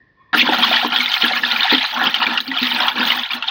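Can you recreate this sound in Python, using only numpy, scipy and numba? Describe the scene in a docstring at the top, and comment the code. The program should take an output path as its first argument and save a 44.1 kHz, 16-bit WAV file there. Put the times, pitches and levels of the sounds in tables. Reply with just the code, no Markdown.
"""Hand stirring water in a bucket

A hand plunges into shallow water in a plastic bucket and stirs: swarms and single glides of decaying sines chirp
and pop as bubbles, random clicks crackle as spray, and knuckles ring the bucket's modes; slosh keeps it booming.
Short wall echoes follow the bubbles. Faint outdoor noise and breathy tones, alone before the plunge, lie beneath."""
import sys
import numpy as np
from scipy import signal
from scipy.fft import rfft, irfft
from scipy.io import wavfile
from scipy.ndimage import uniform_filter1d, minimum_filter1d
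from numba import njit

SR = 44100
rng = np.random.default_rng(int(sys.argv[2]) if len(sys.argv) > 2 else 0)


def boost(x):
    """Linear amplitude factor 10**(x/20) for a level x in decibels (scalar or array-like)."""
    u = np.asarray(x, float) / 20
    return 10 ** u


def store_pcm(level_fs):
    """Save levels as 16-bit WAV."""
    pcm = np.round(np.clip(level_fs, -1, 1) * 32767).astype(np.int16)
    wavfile.write(sys.argv[1], SR, np.atleast_2d(pcm).T)


N = 154350
PLUNGE_S, PLUNGE_RISE_S = 0.328, 0.003
GLIDE = 0.14  # pitch rise per third of t60, before its random factor


def unit(x):
    """Scale to rms 1."""
    return x / np.sqrt(np.mean(x ** 2))


def band(x, hz, width_hz):
    """Resonance of gain 1 at its centre."""
    return signal.lfilter(*signal.iirpeak(hz, hz / width_hz, fs=SR), x)


def colour(x, table):
    """Minimum-phase filter with the gain of (frequency [Hz], gain [dB]) points."""
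    hz, db = np.array(table, float).T
    grid_hz = np.linspace(1, SR / 2, 2049)
    log_gain = np.interp(np.log(grid_hz), np.log(hz), db) * np.log(10) / 20
    cepstrum = irfft(log_gain)
    cepstrum[1:2048] *= 2  # fold the anticausal half forward
    cepstrum[2049:] = 0
    impulse = irfft(np.exp(rfft(cepstrum)))[:2048]
    return signal.fftconvolve(x, impulse)[:N]


def walk(rate_hz):
    """Random levels held 1 / rate_hz and slewed; rms 1."""
    hold = int(SR / rate_hz)
    steps = np.repeat(rng.standard_normal(N // hold + 1), hold)
    return unit(uniform_filter1d(steps, hold // 2)[:N])


def sizes(u, spread_db):
    """Uneven event sizes from uniform u: mostly small, a few large."""
    return boost(-spread_db * np.log(np.maximum(u, 0.01)))


def crackle(per_s, spread_db):
    """Single clicks of random time, sign and size; rms 1."""
    u = rng.random((N, 3))
    hit = u[:, 0] < per_s / SR
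    sign = np.sign(u[:, 1] - 0.5)
    return unit(hit * sign * sizes(u[:, 2], spread_db))


def bursts(start_s, db, t60_s, rise_s):
    """Envelope that jumps at each event and decays exponentially."""
    hits = np.zeros(N)
    hits[(start_s * SR).astype(int)] = boost(db)
    decay = signal.lfilter([1], [1, -1000 ** (-1 / SR / t60_s)], hits)
    k = np.exp(-1 / (rise_s * SR))
    return signal.lfilter([1 - k], [1, -k], decay)


def level(table, column):
    """Gain along one dB column of a time table; silent before the plunge."""
    t, rows = np.arange(N) / SR, np.array(table)
    db = np.interp(t, rows[:, 0], rows[:, column])
    return boost(db) * np.clip((t - PLUNGE_S) / PLUNGE_RISE_S, 0, 1) ** 2


@njit
def rings(start, hz, t60, size, glide, onset, n, sr):
    """Decaying sines that swell with time constant onset and glide in pitch as they fade."""
    out = np.zeros(n)
    for e in range(len(start)):
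        i0, m = int(start[e] * sr), int(t60[e] * sr) + 2
        turn = np.exp(2j * np.pi * hz[e] / sr - np.log(1000.) / m)  # rotation and decay per sample
        bend = np.exp(2j * np.pi * hz[e] * glide[e] * 3 / sr / m)
        z, swell = size[e] + 0j, 0.
        for i in range(max(i0, 0), min(i0 + m, n)):
            swell += (1 - swell) / (1 + onset * sr)
            out[i] += swell * z.imag
            z *= turn
            turn *= bend
    return out


def ring(start_s, hz, t60_s, size, glide, onset_s):
    """One decaying sine per row; for glide > 0 most rise in pitch, some sag."""
    glides = glide * rng.uniform(-0.8, 1.2, len(hz))
    t60_s = np.clip(t60_s, 0.001, 1.)
    return rings(1. * start_s, 1. * hz, t60_s, 1. * size, glides, onset_s, N, float(SR))


# churning water: (time [s], large bubbles [dB], small bubbles [dB], spray treble [dB])
STIR = [(0.34, -15.5, -22, -59), (0.375, -28, -18.5, -32), (0.412, -34, -13.5, -40),
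        (0.43, -25.5, -25.5, -52), (0.52, -17.5, -18.5, -44), (0.72, -21, -15, -42),
        (0.9, -26.5, -25.5, -48.5), (1.05, -25.5, -19, -44), (1.35, -24, -21.5, -47.5),
        (1.52, -25, -20.5, -44), (1.66, -24, -21.5, -49), (1.78, -27, -20, -45), (1.9, -31, -27, -50),
        (2.02, -16, -21, -49.5), (2.12, -34.5, -27, -59), (2.2, -22, -24, -51.5),
        (2.37, -19.5, -22.5, -52.5), (2.42, -41.5, -38, -54), (2.55, -30, -27.5, -57.5),
        (2.65, -28, -19.5, -42), (2.85, -18.5, -21, -47), (2.92, -28, -29, -55), (3.08, -18, -16, -39),
        (3.225, -27, -24, -46.5), (3.29, -39.5, -33.5, -61), (3.35, -28.5, -26.5, -37.5),
        (3.4, -31.5, -38, -74), (3.5, -30, -22, -60)]
# colour of water through bucket and microphone: (frequency [Hz], density [dB per Hz])
WATER = [(240, -56.5), (400, -14), (584, -15), (782, -2), (918, -5), (1000, 0.5), (1190, -7.5), (1440, 0.5),
         (2140, -4.5), (3350, 2), (4050, -3), (7470, -35), (13000, -35.5)]


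def swarm(per_s, t60_cycles, spread_db, onset_s):
    """Random bubbles ring at their pitch; large and small follow their own churning levels."""
    u = rng.random((int(per_s * N / SR), 4))
    i = (u[:, 0] * N).astype(int)
    hz = 550 * 11.74 ** u[:, 1]
    t60_s = t60_cycles / hz * (0.56 + u[:, 3])
    size = hz ** 1.134 * sizes(u[:, 2], spread_db)
    clumps = boost(3.5 * walk(40))  # shared by all sizes
    large = level(STIR, 1) * clumps * boost(2)
    small = level(STIR, 2) * clumps
    stirred = size * np.where(hz < 1800, large[i], small[i])
    steady = colour(ring(i / SR, hz, t60_s, size, GLIDE, onset_s), WATER)  # level reference
    return colour(ring(i / SR, hz, t60_s, stirred, GLIDE, onset_s), WATER) / np.std(steady)


def churn():
    """Ringing bubbles over a fizz of brief pops, high-passed."""
    ringing = swarm(per_s=2500, t60_cycles=33, spread_db=3.5, onset_s=0.0012)
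    fizz = swarm(per_s=5000, t60_cycles=3, spread_db=2, onset_s=0.0001)
    foam = boost(2.5) * ringing + boost(-7) * fizz
    return signal.sosfilt(signal.butter(6, 643, "high", fs=SR, output="sos"), foam)


# loud bubbles: (time [s], level [dB], pitch [Hz])
BUBBLES = [(0.329, -7, 1746), (0.342, -10, 1480), (0.371, -8, 1790), (0.393, 2.5, 3320), (0.487, -7.5, 800),
           (0.521, -5.5, 792), (0.623, -1, 3150), (0.711, -8.5, 686), (0.762, -7, 3080), (0.828, -10, 775),
           (0.846, -3.5, 975), (0.918, -14, 1400), (0.959, 5.5, 3120), (1.003, -2.5, 2286),
           (1.058, -1.5, 3400), (1.116, -3.5, 3290), (1.138, 1, 3300), (1.177, -6, 3960), (1.218, -7, 2870),
           (1.238, -0.5, 3300), (1.28, -2.5, 3580), (1.309, -11, 757), (1.332, -4.5, 2225),
           (1.433, -2, 1700), (1.475, -12, 3350), (1.518, -4.5, 3850), (1.56, -3.5, 2500),
           (1.596, -6.5, 2510), (1.63, 2, 3790), (1.695, -5.5, 3400), (1.711, -5, 1936), (1.746, 1, 3265),
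           (1.78, -2, 3360), (1.848, -4.5, 3670), (1.972, -9, 1000), (1.995, -17.5, 1110),
           (2.141, 1.5, 2950), (2.226, -1, 2800), (2.265, 0, 2390), (2.374, 3, 2940), (2.402, -5.5, 3700),
           (2.477, -11, 4580), (2.513, -7, 2020), (2.628, -2, 3580), (2.708, -7.5, 3370), (2.8, -6, 1470),
           (2.826, -9, 1020), (2.88, 2.5, 3095), (3.028, -3, 1540), (3.101, 2, 2750), (3.118, -2, 2100),
           (3.188, -11, 3176), (3.309, -15.5, 4060), (3.332, -5.5, 3400), (3.423, -5, 2810)]


def bubbles():
    """Each loud bubble rings with a slap of water and a splash of weaker neighbours that thins out."""
    s, db, hz = np.array(BUBBLES).T
    t60_s = 54 / np.sqrt(hz * 3000)  # 54 cycles at 3 kHz, more above
    loud = ring(s + 0.001053, hz, t60_s, boost(db + 6), GLIDE, 0.002)

    u = rng.random((len(s), 12, 3))
    octaves = 1.2 * (2 * u[..., 0] - 1)
    near_hz = np.clip(hz[:, None] * 2 ** octaves, 600, 4500 + 500 * u[..., 2]).ravel()
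    late = u[..., 1] ** 1.5
    near_s = (s[:, None] + 0.001002 + 0.02 * late).ravel()
    near_db = (db[:, None] - 7.5 - 6.8 * u[..., 2] - 8.3 * late).ravel()

    slap = unit(band(colour(crackle(6000, 1.6), WATER), 2600., 3500.))
    slap = slap * bursts(s + 0.00106, db - 11.5, t60_s=0.038, rise_s=0.00062)
    splash = ring(near_s, near_hz, 22 / near_hz, boost(near_db), GLIDE, 0.00085)
    return loud + slap + splash


def walls(x):
    """Dense, decaying random echoes inside the bucket, added to the direct sound."""
    t = np.arange(4000) / SR
    tail = rng.standard_normal(len(t)) * 1000 ** (-t / 0.055) * (t > 0.0015)  # t60 0.055 s
    tail = tail / np.sqrt(np.sum(tail ** 2))
    return x + boost(-7.5) * signal.fftconvolve(x, tail)[:N]


# knuckles bump the bottom: (time [s], level [dB], hardness as lift of the upper modes [dB])
BUMPS = [(0.348, -24, 19.5), (0.487, -18.5, 18), (0.847, -17.5, 14), (0.922, -25, 7), (0.99, -21.5, -15),
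         (1.236, -15.5, 9), (1.726, -10.5, 13), (1.967, -27, 3), (2.022, -24.5, 10), (2.281, -24, 11),
         (2.487, -16, -31), (2.619, -12, -3), (3.343, -29, -8)]
# modes of the bucket: (frequency [Hz], level [dB], t60 [s])
BUCKET = [(193, -23, 0.31), (244.9, 2, 0.19), (308, -8, 0.11), (405, -7, 0.059), (483.5, -11, 0.069),
          (734, -12.5, 0.062)]
# boom as water slops against the bucket: (time [s], level [dB])
BOOM = [(.34, -30), (.55, -27), (.74, -33.5), (.78, -41), (1.0, -38.5), (1.12, -48), (1.18, -55),
        (1.27, -36), (1.6, -36.5), (1.66, -54), (1.78, -30.5), (1.86, -72), (1.92, -51.5), (2.07, -24),
        (2.12, -43.5), (2.3, -30.5), (2.45, -45.5), (2.52, -39.5), (2.6, -46.5), (2.8, -33.5), (2.92, -39),
        (3.0, -26.5), (3.22, -40), (3.28, -71), (3.36, -35.5), (3.44, -59)]


def bucket():
    """Bumps ring all modes as decaying sines; slosh clicks keep the lowest five resonating."""
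    s, db, hard_db = np.array(BUMPS).T
    bumps = 0
    for k, (hz, mode_db, t60_s) in enumerate(BUCKET):
        hit_hz = hz * (1 + 0.038 * rng.standard_normal(len(s)))
        hit_db = db - 1 + mode_db + (k > 1) * hard_db
        bumps = bumps + ring(s - 0.004, hit_hz, t60_s + 0 * s, boost(hit_db), 0, 0.0083)
    slosh = crackle(900, 3.4)
    boom = 0
    for (hz, mode_db, t60_s), lift_db in zip(BUCKET, (6.5, 2, 5, -4, -1)):
        resonance = band(band(slosh, hz, 6 / t60_s), hz, 14 / t60_s)
        boom = boom + boost(mode_db + lift_db) * resonance
    return bumps + unit(boom) * level(BOOM, 1)


# bursts of spray against the wall: (time [s], level [dB])
SPRAY = [(0.3423, -32), (0.581, -15.5), (0.643, -18), (1.0053, -16.5), (1.25, -19), (1.35, -22),
         (2.0344, -16), (2.0993, -24), (2.144, -18.5), (2.3318, -19), (2.402, -18), (2.6266, -22),
         (2.865, -23)]
# ticks of fine drops: (frequency [Hz], level [dB])
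DROPLETS = [(6300, 7), (8700, -1), (9500, -2), (10500, -4), (12300, 0.5)]


def spray():
    """Fine droplets: a crackling bed and sudden bursts, lifted by the microphone port."""
    s, db = np.array(SPRAY).T
    puffs = bursts(s, db - 15.5, t60_s=0.048, rise_s=0.0023)
    port = signal.butter(3, (14370, 15740), "band", fs=SR, output="sos")
    top = unit(signal.sosfilt(port, crackle(6800, 3.1))) * boost(4 * walk(45))
    middle = 0
    for hz, drop_db in DROPLETS:
        ticks = band(band(crackle(900, 1.6), hz, hz / 12), hz, hz / 6)
        middle = middle + ticks * boost(drop_db + 5.4 * walk(35))
    return (top + boost(-6.5) * unit(middle)) * (level(STIR, 3) + puffs)


def breath(hz):
    """Noise through two resonances: a breathy tone of rms 1."""
    return unit(band(band(rng.standard_normal(N), hz, 74), hz, 148))


# outdoor noise: (frequency [Hz], density [dB per Hz])
AIR = [(30, -19), (85, -10.5), (400, -19), (680, -29), (2400, -38), (3600, -38), (5000, -41), (8000, -78)]
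# wavering outdoor tones: (time [s], lower tone [dB], upper tone [dB])
TONES = [(0, -70, -51), (.04, -68, -55.5), (.13, -79, -60.5), (.21, -52, -61), (.26, -59, -60),
         (.3, -57, -57)]


def air():
    """Faint coloured noise and breathy tones; fainter overtones swell with the lower tone."""
    t = np.arange(N) / SR
    tone_s, low_db, high_db = np.array(TONES).T
    low_db, high_db = np.interp(t, tone_s, low_db), np.interp(t, tone_s, high_db)
    tones = breath(1063) * boost(low_db) + breath(1815) * boost(high_db)
    overtones = sum(breath(hz) for hz in (2220, 2450, 3400)) * boost(low_db - 16.5)
    return unit(colour(rng.standard_normal(N), AIR)) * boost(-61) + tones + overtones


def channel_noise():
    """Faint treble noise, opposite in sign in the two channels, its level tied to a STIR column."""
    noise = band(band(rng.standard_normal(N), 10100, 8100.), 10100, 9100.)
    return unit(noise) * level(STIR, 2) * boost(-39)


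def scene():
    """One microphone feeds both channels; faint treble noise is added to one, subtracted from the other."""
    water = walls(churn() + bubbles()) * boost(-2.5)
    mono = water + spray() + bucket() + air()
    noise = channel_noise()
    return np.array([mono + noise, mono - noise])


def top_cut(x):
    """Nothing passes above the cut-off."""
    return signal.sosfilt(signal.butter(12, 16850, fs=SR, output="sos"), x)


def record(dry):
    """The microphone cuts the deepest bass and the top; a quick limiter holds the peaks."""
    x = signal.sosfilt(signal.butter(2, 40.3, "high", fs=SR, output="sos"), dry)
    x = signal.sosfilt(signal.ellip(10, 0.2, 60, 15950, fs=SR, output="sos"), x)
    ceiling, window = 0.8, int(0.0013 * SR)
    gain = np.minimum(1, ceiling / (np.abs(x).max(axis=0) + 1e-9))
    gain = uniform_filter1d(minimum_filter1d(gain, window), window)
    return top_cut(x * gain)


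dry = scene()
out = record(dry)
store_pcm(out)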